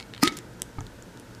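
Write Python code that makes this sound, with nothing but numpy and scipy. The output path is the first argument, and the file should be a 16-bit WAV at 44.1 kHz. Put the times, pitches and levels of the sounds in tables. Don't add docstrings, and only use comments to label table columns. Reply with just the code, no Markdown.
import sys
import numpy as np
from scipy import signal
from scipy.fft import rfft, irfft
from scipy.io import wavfile

SR = 44100
rng = np.random.default_rng(int(sys.argv[2]) if len(sys.argv) > 2 else 0)


def log_audio(samples):
    frames = np.atleast_2d(samples).T
    limited = np.clip(frames, -1, 1)
    pcm = np.round(limited * 32767).astype(np.int16)
    wavfile.write(sys.argv[1], SR, pcm)


N = 61739
T = np.arange(N) / SR


def undb(db):
    return 10 ** (np.asarray(db) / 20)


def unit(x):
    return x / np.std(x)


def fade(t60, start=0):
    return (T >= start) * np.exp(-np.log(1000) * np.maximum(T - start, 0) / t60)


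def later(x, s):
    return np.concatenate([np.zeros(max(int(s * SR), 0)), x])[:N]


def through(x, response):
    return signal.fftconvolve(x, response)[:N]


def colour(points, tilt_db=0):
    hz, db = np.array(points, float).T
    octave = np.log2(np.maximum(np.fft.rfftfreq(8192, 1 / SR), 1))
    gain = undb(np.interp(octave, np.log2(hz), db) + tilt_db * np.maximum(octave, 10))
    cepstrum = irfft(np.log(gain))
    half = len(cepstrum) // 2
    cepstrum[1:half] *= 2
    cepstrum[half + 1:] = 0
    response = irfft(np.exp(rfft(cepstrum)))[:half]
    return response / np.linalg.norm(response)


def noise(points):
    return unit(through(rng.standard_normal(N), colour(points)))


def ring(modes):
    return sum(undb(db) * np.sin(2 * np.pi * hz * T) * fade(t60) for hz, db, t60 in modes)


def contact(t60, rough):
    crunch = rng.standard_normal(N) * fade(t60) * (T > 0)
    return (T == 0) + rough * crunch / np.linalg.norm(crunch)


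def slips(scatter_db):
    grains = rng.standard_normal(N)
    size_db = scatter_db * np.repeat(rng.standard_normal(N // 20 + 1), 20)[:N]
    return unit(grains * undb(size_db))


def creaks():
    # start_s, relative_level_db
    releases = [(0.0006, -21), (0.0097, -30.5), (0.0268, -28.5), (0.1373, -26.5), (0.1485, -30),
                (0.1635, -33), (0.178, -31.5), (0.179, -30.5), (0.1986, -38)]
    # frequency_hz, level_db
    spectrum = [(200, -26), (1300, -8.5), (2000, -4), (2800, -4.5), (4200, -2), (5500, -17), (8000, -18.5),
                (15000, -40)]
    force = sum(undb(db) * later(contact(t60=0.0071, rough=1.15), s) for s, db in releases)
    return 2 * through(force, colour(spectrum))


def wall_ring(blows):
    # pitch_hz, relative_level_db, t60_s
    modes = [(838, -3, .12), (1910, -3, .04), (2104, -6, .1), (2235, 2.5, 0.1), (3220, 1, 0.028),
             (3765, 1, 0.068), (4450, -2, 0.037), (5230, 5, 0.016), (6960, -5, 0.023)]
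    return undb(-44) * through(blows, ring(modes))


def scuffs():
    # start_s, level_db, attack_s, t60_s
    strokes = [(0.001, -49, 0.0017, 0.11), (0.245, -26.5, 0.0071, 0.094), (0.269, -25.5, 0.0075, 0.031),
               (0.321, -41, .002, 0.14), (0.367, -42.5, 0.003, 0.11)]
    # frequency_hz, level_db
    spectrum = [(100, -15), (700, -19.5), (1400, -6), (2100, 4), (3000, -1), (4400, -0.5), (6000, -2),
                (8500, -9), (11000, -16.5), (15000, -35)]
    pressure = np.zeros(N)
    for s, db, attack, t60 in strokes:
        rise = np.maximum(T - s, 0) / attack
        pressure += undb(db) * np.where(T < s + attack, rise, fade(t60, s + attack))
    return pressure * through(slips(scatter_db=4.5), colour(spectrum))


def lip_squeak():
    # pitch_hz, bandwidth_hz, gain_db
    resonances = [(2290, 780, 1.5), (3100, 150, -12), (4330, 150, 0.5), (4890, 300, 7), (7070, 300, -15),
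                  (8190, 320, -11), (8500, 220, -18), (10400, 610, -37), (13100, 670, -13)]
    # time_s, level_db
    slide = [(0.208, -56), (0.222, -35.5), (0.226, -30), (0.229, -22), (0.236, -19.5), (0.239, -36),
             (0.248, -30), (0.26, -60)]
    grit = slips(scatter_db=4)
    lip = undb(-19) * grit
    for hz, width, db in resonances:
        lip += undb(db) * signal.lfilter(*signal.iirpeak(hz, hz / width, SR), grit)
    time_s, level_db = np.array(slide).T
    sliding = (T > time_s[0]) & (T < time_s[-1])
    return unit(lip) * undb(np.interp(T, time_s, level_db)) * sliding


def air_mode(hz, pulses, attack_s=0.001):
    amplitude = 0
    for s, db, t60 in pulses:
        held = np.exp(-np.maximum(T - s, 0) / attack_s)
        amplitude = held * amplitude + (1 - held) * undb(db) * fade(t60, s)
    started = T > pulses[0][0]
    return -amplitude * np.sin(2 * np.pi * np.cumsum(hz * started) / SR)


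def pop():
    # start_s, hollow_db (before the surge), hollow_t60_s, upper_db, upper_t60_s
    pulses = [(0.2294, -15.5, 0.17, -17, 0.16), (0.271, -17, 0.056, -20.5, 0.095)]
    # frequency_hz, level_db
    snap_spectrum = [(100, -52), (300, -1.5), (550, -3.5), (850, 4.5), (1400, -2), (3000, -28.5),
                     (15000, -50)]
    start_s = pulses[0][0]
    since = np.maximum(T - start_s, 0)

    def glide(shut_hz, open_hz, opening_s):
        return open_hz + (shut_hz - open_hz) * np.exp(-since / opening_s)

    hollow_hz = glide(shut_hz=204.3, open_hz=362.8, opening_s=0.0127)
    scoop_hz = 650 * np.exp(-since / 0.0017)
    upper_hz = glide(shut_hz=1238, open_hz=1335, opening_s=0.085) - scoop_hz
    surge_db = 9.5 * np.exp(-since / 0.0087)
    hollow = air_mode(hollow_hz, [(s, db, t60) for s, db, t60, _, _ in pulses]) * undb(surge_db)
    upper = air_mode(upper_hz, [(s, db, t60) for s, _, _, db, t60 in pulses])
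    snap = -undb(1) * through(contact(t60=0.0027, rough=0.65), colour(snap_spectrum))
    low_cut = signal.butter(3, 130, "high", fs=SR, output="sos")
    return signal.sosfilt(low_cut, hollow + upper + later(snap, start_s))


def flicks():
    # start_s, relative_level_db, tilt_db_per_octave
    blows = [(0.2357, -5, 5), (0.2761, -6.5, -2.5), (0.2802, -16, 0)]
    # frequency_hz, level_db
    spectrum = [(100, -16), (600, -24.5), (1300, -3), (1900, 1), (2500, -5.5), (4100, 6.5), (5600, -5),
                (7500, -1.5), (10000, -8.5), (15000, -22.5)]
    sound = np.zeros(N)
    for s, db, tilt in blows:
        flick = through(contact(t60=0.0048, rough=1.0), colour(spectrum, tilt))
        sound += undb(db) * later(flick, s)
    return 2 * sound


def jolts():
    # start_s, level_db, pitch_hz, t60_s
    shakes = [(0.275, -28.5, 120, 0.055), (0.371, -37, 158, 0.092), (0.6201, -30.5, 267, .025)]
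    return sum(later(ring([(hz, db, t60)]), s) for s, db, hz, t60 in shakes)


def ticks():
    # start_s, relative_click_db, tilt_db_per_octave, ring_hz, relative_ring_db
    taps = [(0.3696, -25.5, 4, 7400, -35), (0.3715, -27, 8, 10600, -29), (0.3725, -28, 3, 7600, -30),
            (0.375, -27, 5, 7760, -39), (0.388, -23.5, -2, 7500, -31), (0.599, -43, -6.5, 5850, -38),
            (0.6197, -10, 0, 8160, -13), (0.7902, -39, -6, 4170, -36), (0.807, -29.5, -8, 6330, -30),
            (0.8674, -34, -2, 4060, -34), (1.0248, -36, -2.5, 6630, -33), (1.174, -35, -4, 3720, -43),
            (1.1984, -34.5, 0, 9350, -39), (1.3497, -35, -2.5, 4940, -34.5)]
    # frequency_hz, level_db
    spectrum = [(200, -21), (1000, -14.5), (1800, -6.5), (2400, -16.5), (3400, -2), (4500, -11),
                (6200, -2.5), (7100, -2.5), (8100, -5), (10000, -7.5), (12500, -11.5), (15000, -16)]
    sound = np.zeros(N)
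    for s, click_db, tilt, ring_hz, ring_db in taps:
        click = np.pad(colour(spectrum, tilt), (0, N))[:N]
        tone = np.cos(2 * np.pi * ring_hz * T) * T * fade(t60=0.0013)
        response = undb(click_db) * click + undb(ring_db) * tone / np.linalg.norm(tone)
        sound += later(through(contact(t60=0.006, rough=0.42), response), s)
    return 2 * sound


def bumps():
    # start_s, thud_db, knock_db
    impacts = [(0.7847, -30, -33.5), (0.8083, -41, -38)]
    # pitch_hz, relative_level_db, t60_s
    thud_modes = [(33, -9.5, 0.7), (51.4, -13, 0.36), (62, -31, .25), (101, -0.5, 0.35), (127.4, 0, 0.2),
                  (280, 2, 0.043)]
    # pitch_hz, relative_level_db, t60_s
    knock_modes = [(550, -23, .04), (830, -3.5, 0.021), (914, -6, 0.034), (1170, -5.5, .02),
                   (1256, -7, 0.036), (1620, -14, 0.048), (2180, -11, .025)]
    sound = np.zeros(N)
    for s, thud_db, knock_db in impacts:
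        knock = through(contact(t60=0.034, rough=0.97), ring(knock_modes))
        sound += later(undb(thud_db) * ring(thud_modes) + undb(knock_db) * knock, s)
    return signal.sosfilt(signal.butter(2, 2520, fs=SR, output="sos"), sound)


def reflections(x):
    # frequency_hz, level_db
    room_spectrum = [(60, -13.5), (300, 4), (700, 0.5), (2000, -2.5), (5000, -8.5), (8000, -10.5),
                     (15000, -7.5)]
    # frequency_hz, level_db
    counter_spectrum = [(100, -31), (400, -20), (1300, 0.5), (3000, -1), (8000, -6), (15000, -8)]
    wash = noise(room_spectrum)
    low = signal.sosfilt(signal.butter(1, 2500, fs=SR, output="sos"), wash)
    tail = low * fade(t60=0.43) + (wash - low) * fade(t60=0.33)
    early = noise(counter_spectrum) * fade(t60=0.029)
    response = undb(-20.5) * tail / np.linalg.norm(tail) + undb(-20) * early / np.linalg.norm(early)
    return through(x, later(response, s=0.0072))


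def room_tone(hum_hz=118.1):
    # frequency_hz, level_db
    spectrum = [(15, -40), (25, -12), (54, -2.5), (90, -12.5), (103, -4.5), (125, -2), (146, -14),
                (176, -2.5), (219, -7.5), (354, -9.5), (383, -12.5), (450, -8.5), (749, -20.5),
                (927, -16.5), (1090, -23.5), (1500, -17), (2130, -27), (7280, -32.5), (15000, -42.5)]
    hum = np.sqrt(2) * np.sin(2 * np.pi * hum_hz * T)
    return undb(-46) * noise(spectrum) + undb(-55) * hum


def scene():
    opening = pop() + lip_squeak() + scuffs()
    rim = creaks() + flicks()
    handling = jolts() + ticks() + bumps()
    direct = opening + rim + wall_ring(rim) + handling
    return (direct + reflections(direct) + room_tone())[None]


def record(dry, top_hz=14900):
    return signal.sosfilt(signal.ellip(8, .2, 80, top_hz, fs=SR, output="sos"), dry)


dry = scene()
out = record(dry)
log_audio(out)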